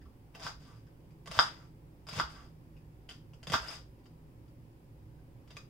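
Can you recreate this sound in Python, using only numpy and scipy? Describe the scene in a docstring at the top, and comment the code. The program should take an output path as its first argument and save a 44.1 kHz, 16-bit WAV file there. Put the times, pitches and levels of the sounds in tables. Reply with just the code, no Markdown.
"""Faint contacts are heard first, over a low hum and hiss; then a knife slices an onion on a plastic board.
Layers snap as brief clicks with crackle, and cells burst in a crunch of small damped rings over friction noise.
The blade rings the board and drags back out as resonant friction; low thumps of the counter lie beneath.
A small hard kitchen adds echoes and a diffuse tail, heard at an arm's length by a two-port microphone."""
import sys
import numpy as np
from scipy import signal
from scipy.io import wavfile
from scipy.ndimage import uniform_filter1d

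SR = 44100
rng = np.random.default_rng(int(sys.argv[2]) if len(sys.argv) > 2 else 0)


def to_wav(s):
    """Save 16-bit WAV."""
    ch = np.atleast_2d(s).T  # columns
    pcm = np.round(np.clip(ch, -1, 1) * 32767)  # PCM
    wavfile.write(sys.argv[1], SR, pcm.astype(np.int16))


N = 250929

# spectrum of the torn onion flesh: f/Hz, relative level/dB
FLESH = [(150, -21.5), (400, -5.5), (700, -5), (1200, -7), (2200, -7.5), (3100, -7), (5500, -13),
         (9000, -19.5), (15000, -23)]


def gain_of(db):
    """Level to amplitude: 20 dB is a factor of ten."""
    return 10 ** (np.asarray(db) / 20)


def evened(x):
    """Normalisation to unit root mean square."""
    return x / np.sqrt(np.mean(x ** 2) + 1e-20)


def read(points, hz):
    """Interpolation of a curve on a logarithmic frequency axis."""
    f, value = np.transpose(points)
    return np.interp(np.log(hz + 1), np.log(f + 1), value)


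def add(mix, s, sound):
    """Superposition: the sound joins the mix from time s."""
    part = mix[..., round(s * SR):][..., :sound.shape[-1]]
    part += sound[..., :part.shape[-1]]


def ring(hz, width, size=1500):
    """Damped mode after a soft blow: it swells, then dies, faster for a wider resonance; peak near 1."""
    u = np.pi * width * np.arange(size) / SR
    envelope = (u / 2) ** 2 * np.exp(2 - u)
    return envelope * np.sin(2 * u * hz / width)


def colour(x, points):
    """Minimum-phase filtering: the Hilbert transform of the log spectrum gives a causal response."""
    log_gain = read(points, np.fft.rfftfreq(4096, 1 / SR)) * np.log(10) / 20
    mirrored = np.r_[log_gain, log_gain[-2:0:-1]]
    spectrum = np.exp(signal.hilbert(mirrored).conj())
    return signal.oaconvolve(x, np.fft.ifft(spectrum).real[:2048])[:len(x)]


def diffuse(frames, shape, size):
    """Diffuse field: random short-time spectra, alike left and right in the bass; shape(hz) gives the gain."""
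    # left-right likeness of diffuse sound: f/Hz, correlation
    likeness = [(60, 1), (130, 0.92), (290, 0.94), (640, 0.35), (1410, -0.29), (3100, 0.014),
                (6820, -0.097), (15000, -0.26)]
    hz = np.fft.rfftfreq(size, 1 / SR)[:, None]
    a, b, c, d = rng.standard_normal((frames, len(hz), 4)).T
    same = read(likeness, hz)
    left = a + 1j * b
    right = same * left + np.sqrt(1 - same ** 2) * (c + 1j * d)
    spectra = np.array([left, right]) * shape(hz)
    return signal.istft(spectra, nperseg=size, noverlap=size * 3 // 4)[1]


def room_tone():
    """Stationary noise: appliance rumble in low room modes, under hiss; both vary a little in patches."""
    # rumble spectrum: f/Hz, relative density level/dB
    rumble = [(15, -11.5), (22, -7), (35, -14), (52, -2.5), (66, -1.5), (86, -14.5), (112, 2), (122, -1.5),
              (136, -8.5), (154, 0.3), (185, -15), (250, -12.5), (325, -12), (385, -17.5), (450, -20.5)]
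    # hiss spectrum: f/Hz, relative density level/dB
    hiss = [(240, -29), (400, 1.5), (467, -8), (512, -4), (545, -4), (655, -16.5), (697, -11), (964, -11.5),
            (1220, -19), (2470, -22.5), (4110, -30.5), (4950, -27), (6050, -33), (13900, -30), (16000, -27)]
    # stereo tilt of the room tone: f/Hz, left minus right level/dB
    air_tilt = [(60, -3), (150, -2), (380, 0.5), (950, 0), (2380, 0), (5980, 1), (15000, -0.5)]
    lean = np.array([.5, -.5])[:, None, None]

    def noise(points, is_low, level_db, size, patchy_db):
        """Shaped noise on one side of 420 Hz, its level varying over frequency and time."""
        frames = 4 * N // size + 5
        patches = rng.standard_normal((frames, size // 2 + 1)).T
        patches = uniform_filter1d(patches, size=8, axis=0)
        patches = evened(uniform_filter1d(patches, size=4, axis=1))

        def shape(hz):
            inside = (hz < 420) == is_low
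            return inside * gain_of(read(points, hz) + patchy_db * patches + lean * read(air_tilt, hz))
        return gain_of(level_db) * evened(diffuse(frames, shape, size=size)[:, :N])

    low = noise(rumble, True, level_db=-54, size=8192, patchy_db=1.2)
    return low + noise(hiss, False, level_db=-67, size=2048, patchy_db=.8)


def thumps():
    """Modal excitation: low thumps of the counter's modes, under the pushes and the blade's landings."""
    # low thumps: t/s, level/dB, centre of the modes reached f/Hz
    low_thumps = [(0.441, -49.5, 150), (1.292, -49, 152), (1.371, -42.5, 100.2), (1.39, -47.5, 290.7),
                  (2.119, -48.5, 150), (2.158, -41.5, 120), (2.179, -42.5, 162), (2.202, -46, 325),
                  (2.226, -49.5, 60), (3.47, -47, 153), (3.496, -41, 162), (3.524, -41, 108),
                  (3.528, -44.5, 340), (3.546, -43.5, 263.6), (3.6, -50.5, 62)]
    # counter modes: f/Hz, level/dB, nominal decay time t60/s
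    modes = [(60, 0.1, 0.14), (101, 0, 0.078), (155, -1.1, 0.078), (252, -1.8, .05), (340, -1.8, .045)]
    reach_db_per_octave = 16.5
    out = np.zeros(N)
    for s, db, centre_hz in low_thumps:
        for hz, mode_db, t60 in modes:
            reach_db = -reach_db_per_octave * abs(np.log2(hz / centre_hz))
            add(out, s, gain_of(db + mode_db + reach_db) * ring(hz, 4.9 / t60, size=12000))
    return out


def drags():
    """Resonant friction: the blade drags out, its noise in one broad band that sags in pitch with the gap."""
    # flat of the blade dragging out after each slice: t/s, length/s, level/dB, pitch of the gap f/Hz
    pulls = [(.63, 0.17, -67, 1147), (1.559, .13, -67.5, 1225), (2.281, 0.211, -61, 1277),
             (3.632, 0.17, -57.5, 1212)]
    peak_at, start_db, end_db = 0.38, -8, -14.5  # share of the drag; ends relative to the peak
    gap_sag = 0.1993  # pitch drop over the drag, as a share
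    out = np.zeros(N)
    for s, length, db, hz in pulls:
        u = np.arange(0, length, 1 / SR) / length
        band = rng.standard_normal(len(u)) + 1j * rng.standard_normal(len(u))
        band = signal.lfilter(*signal.butter(1, 220, fs=SR), band)
        pitch = hz * (1 - gap_sag * (u - .5))
        rub = (band * np.exp(2j * np.pi * np.cumsum(pitch) / SR)).real  # noise band moved up to the pitch
        swell_db = np.interp(u, [0, peak_at, 1], [start_db, 0, end_db])
        add(out, s, gain_of(db + swell_db) * evened(rub) * signal.windows.tukey(len(u), .3))
    return out


def knocks():
    """Impact and modal response: a short blow of the blade rings the damped plastic board."""
    # blade landings: t/s, level/dB, hardness added to modes above 2 kHz/dB
    blows = [(0.466, -34.5, -2), (1.3896, -15, 4.5), (2.1984, -24, -2), (3.5357, -29.5, 5.5),
             (3.5400, -22.5, -1)]
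    # board modes: f/Hz, width/Hz, level/dB
    modes = [(1007, 370, -11), (1300, 1000, 7.5), (3400, 1100, -3.5), (4900, 1200, -8), (7090, 700, -23.5)]
    out = np.zeros(N)
    for s, db, hard_db in blows:
        blow = sum(gain_of(mode_db + hard_db * (hz > 2000)) * ring(hz, width) for hz, width, mode_db in modes)
        add(out, s, gain_of(db) * blow)
    return out


def crunch():
    """Random impulses: bursting cells of uneven size, pitch and place, over wet friction noise."""
    # crunch of slicing and pulling out, and short crackling ticks: start t/s, stop t/s,
    # fizz at start/dB, fizz at stop/dB, weight added below 2.2 kHz/dB, spray added above 10.5 kHz/dB
    crunches = [(0.341, 0.39, -65, -79, 2, 8), (0.394, 0.464, -69.5, -56, 1, 1),
                (0.594, 0.776, -77.5, -85, -3.5, -11), (1.256, 1.262, -69, -82, 11, -.4),
                (1.298, 1.376, -68, -53.5, 0.6, 1.95), (1.387, 1.424, -47, -57, -6.5, -2),
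                (1.453, 1.661, -68.5, -85, 4.5, 3.5), (2.065, 2.192, -71.5, -52, -0.2, 2),
                (2.285, 2.469, -71, -83.5, -0.5, -1.3), (3.085, 3.150, -62.5, -79.5, -7.5, -4),
                (3.432, 3.43, -71, -76.5, 3, 1), (3.474, 3.52, -68, -68.5, -1, .1),
                (3.516, 3.536, -56.5, -45.5, -2.5, 4.5), (3.606, 3.680, -75.5, -61.5, 1.5, -10),
                (3.696, 3.755, -61.5, -66, -6.5, -5), (5.499, 5.522, -65, -79, -7, 3),
                (5.554, 5.636, -75.5, -89, 0, -5)]
    bite_s, settle_db_per_s = 0.0093, 301  # the fizz sets in, and dies away after the stop
    bursts_per_s = 2500
    heights = gain_of(4.3 * np.minimum(rng.exponential(1, N), 3))
    bursts = heights * (rng.random(N) < bursts_per_s / SR) * rng.choice([-1, 1], N)
    kind = rng.integers(0, 12, N)
    pitches = np.geomspace(600, 14000, num=12)
    pans = rng.uniform(-1, 1, 12) * 0.64
    cells = np.zeros((2, N))
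    for k, hz in enumerate(pitches):
        pop = ring(hz, 0.67 * hz, size=300) * hz / 4000
        cells += signal.oaconvolve(bursts * (kind == k), pop)[:N] * [[1 + pans[k]], [1 - pans[k]]]
    shared, own = rng.standard_normal(N), rng.standard_normal((2, N))
    raw = evened(cells) + 0.63 * shared + 0.62 * own
    whole = np.array([colour(v, FLESH) for v in raw])
    fizz = signal.lfilter(*signal.butter(3, 7500, "high", fs=SR), whole)  # the reference for level
    body = signal.lfilter(*signal.butter(2, 2200, fs=SR), whole)
    spray = signal.lfilter(*signal.butter(3, 10500, "high", fs=SR), whole)
    t, out = np.arange(N) / SR, np.zeros((2, N))
    for start, stop, start_db, stop_db, body_db, spray_db in crunches:
        on = (t > start) & (t < stop + .25)
        db = np.interp(t[on], [start, stop], [start_db, stop_db])
        db = db - settle_db_per_s * np.maximum(t[on] - stop, 0)
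        level = gain_of(db) * np.minimum((t[on] - start) / bite_s, 1)
        balanced = whole[:, on] + body[:, on] * (gain_of(body_db) - 1) + spray[:, on] * (gain_of(spray_db) - 1)
        out[:, on] += level * balanced / fizz.std()
    return out


def snaps():
    """Fracture: each layer gives with a click and dying crackle, partly pitched by the piece that moves."""
    # snaps and small contacts: t/s, peak level/dB, pitch f/Hz, pitched share 0-1, left minus right level/dB
    breaks = [(0.0137, -57.5, 1770, 0.6, 3), (0.055, -61, 1170, 0.79, 5), (0.349, -42.5, 2960, 0.47, -1.1),
              (0.354, -52, 730, .8, -4), (0.3972, -38, 1190, 0.15, -4), (0.4335, -40, 1580, 0, -3),
              (.869, -60, 1720, 0.5, 2.1), (1.1057, -61.5, 2440, 0.5, .6), (1.2591, -40.5, 3140, .05, -3),
              (1.2736, -33.5, 1170, 0.34, -2.1), (1.314, -27.5, 3044, .3, 0.6),
              (2.0688, -40, 5000, 0.27, -4), (2.0875, -30, 4900, 0.25, -1), (2.1298, -31, 2580, 0.38, -2),
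              (2.165, -36, 1600, 0.35, 14), (2.179, -32.5, 590, 0.5, 4), (2.188, -39, 1500, .8, 8),
              (2.7663, -57.5, 2570, 0.65, 0.1), (3.0912, -38, 3170, 0.53, -1.2),
              (3.1097, -43.5, 3150, .7, 2.1), (3.3345, -47.5, 3190, 0.33, 0.5),
              (3.4303, -37, 3050, 0.3, 0.6), (3.4707, -26.5, 3530, .27, 0.5),
              (3.4994, -25.5, 3400, 0.13, 2.1), (3.5197, -24.5, 3100, 0.34, -7),
              (3.6427, -39, 1580, 0.5, -6), (3.6831, -36, 5150, 0.45, 6), (3.99, -60.5, 1008, 0.52, 0.5),
              (4.041, -61, 4650, 0.35, -0.5), (4.0568, -53.5, 2965, .35, 2), (4.479, -59, 1390, .3, 0.5),
              (5.189, -66, 1730, 0.68, 1.5), (5.4766, -52.5, 3070, .05, -1.8),
              (5.5045, -45.5, 3300, 0.24, -2.5), (5.568, -33.5, 2570, 0.47, 0.5),
              (5.5672, -53.5, 1300, .76, 3.5)]
    loud_db, faint_db = -30, -62  # hard snaps are short, faint contacts rustle longer
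    loud_s, faint_s = .004, .011  # decay time constants of the crackle
    out, t = np.zeros((2, N)), np.arange(3000) / SR
    draws = rng.standard_normal((len(breaks), 3000))
    for (s, db, hz, share, pan_db), z in zip(breaks, draws):
        length = np.interp(-db, [-loud_db, -faint_db], [loud_s, faint_s])
        crackle = .04 * z ** 3 * np.exp(-t / length)  # cubing makes the noise sparse
        crackle[0] += 1  # the click
        tone = np.convolve(crackle, ring(hz, .3 * hz, size=600))[:3000]
        snap = share * evened(tone) + (1 - share) * evened(colour(crackle, FLESH))
        side_db = np.array([[.5], [-.5]]) * pan_db
        add(out, s, gain_of(db + side_db) * snap / abs(snap).max())
    return out


def kitchen(x):
    """Room impulse response: direct sound, single echoes, then a diffuse tail that dies band by band."""
    # first reflections from counter, cupboards and wall: delay t/s, extra delay on the left/s, level/dB
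    echoes = [(.0019, .0002, -5.5), (.0045, .0001, -4), (.0060, .0001, -3), (.0076, .0003, -13.5),
              (.0098, -.0003, -11.5), (0.0112, .0001, -9.5), (0.0131, -0.0066, -6.5), (.018, -0.0043, -9)]
    # reverberation time: f/Hz, t60/s
    decay_times = [(100, 0.33), (500, 0.23), (1500, .24), (5000, 0.27), (12000, .16)]
    # colour of all reflected sound: f/Hz, level/dB
    walls = [(100, 9.5), (650, -4), (1000, -1), (1500, 0.9), (2500, -5), (3400, -5.5), (4600, 1.5),
             (5500, 1), (8000, 0), (15000, -6.5)]
    tail_db, onset_s = -2.5, 0.021  # tail level before the wall colour; its fade-in
    right_late_s = .00003
    frames = 300
    t = np.arange(frames) * 64 / SR
    tail = diffuse(frames, lambda hz: gain_of(-60 * t / read(decay_times, hz)), size=256)
    at = np.arange(tail.shape[1])
    tail = tail * np.clip(at / SR / onset_s, 0, 1)
    taps = gain_of(tail_db) * tail / np.linalg.norm(tail[0])
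    for s, later, db in echoes:
        taps += gain_of(db) * np.sinc(at - np.array([[s + later], [s]]) * SR)  # sinc: fractional delay
    taps = np.array([colour(v, walls) for v in taps])
    taps += np.sinc(at - 4 - np.array([[0], [right_late_s]]) * SR)  # direct sound
    return signal.fftconvolve(x, taps, axes=1)[:, :N]


def ports(x):
    """Housing resonance: the microphone body colours both ports near five kilohertz, more on the left."""
    # response common to both ports: f/Hz, level/dB
    response = [(200, 8.5), (1700, -0.52), (2350, -1), (3000, 0.9), (3700, 2.5), (4200, -7), (4600, -0.5),
                (5050, 4.5), (5400, -0.5), (5900, -3), (9000, -3.5)]
    # difference between the ports: f/Hz, left minus right level/dB
    port_tilt = [(100, -3), (300, 2), (1000, -1.5), (2500, 1), (4000, 2.5), (5000, 8.5), (6500, -9),
                 (9000, -2.5), (15000, -2)]
    hz = np.geomspace(50, 16000, num=400)
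    curves = [np.c_[hz, read(response, hz) + side * read(port_tilt, hz)] for side in (.5, -.5)]
    return np.array([colour(v, curve) for v, curve in zip(x, curves)])


def scene():
    """Superposition: blade and onion through the room, thumps added at the ports, room tone beneath."""
    near = knocks() + snaps() + crunch() + drags()
    # small things radiate no bass
    near = signal.sosfilt(signal.butter(3, 600, "high", fs=SR, output="sos"), near)
    return ports(kitchen(near) + thumps()) + room_tone()


def record(dry):
    """Band limitation: a linear-phase low-pass removes the highest treble."""
    edge_hz = 15850
    lowpass = signal.firwin(511, edge_hz, window=("kaiser", 9), fs=SR)
    return signal.oaconvolve(dry, lowpass[None], "same")


dry = scene()
out = record(dry)
to_wav(out)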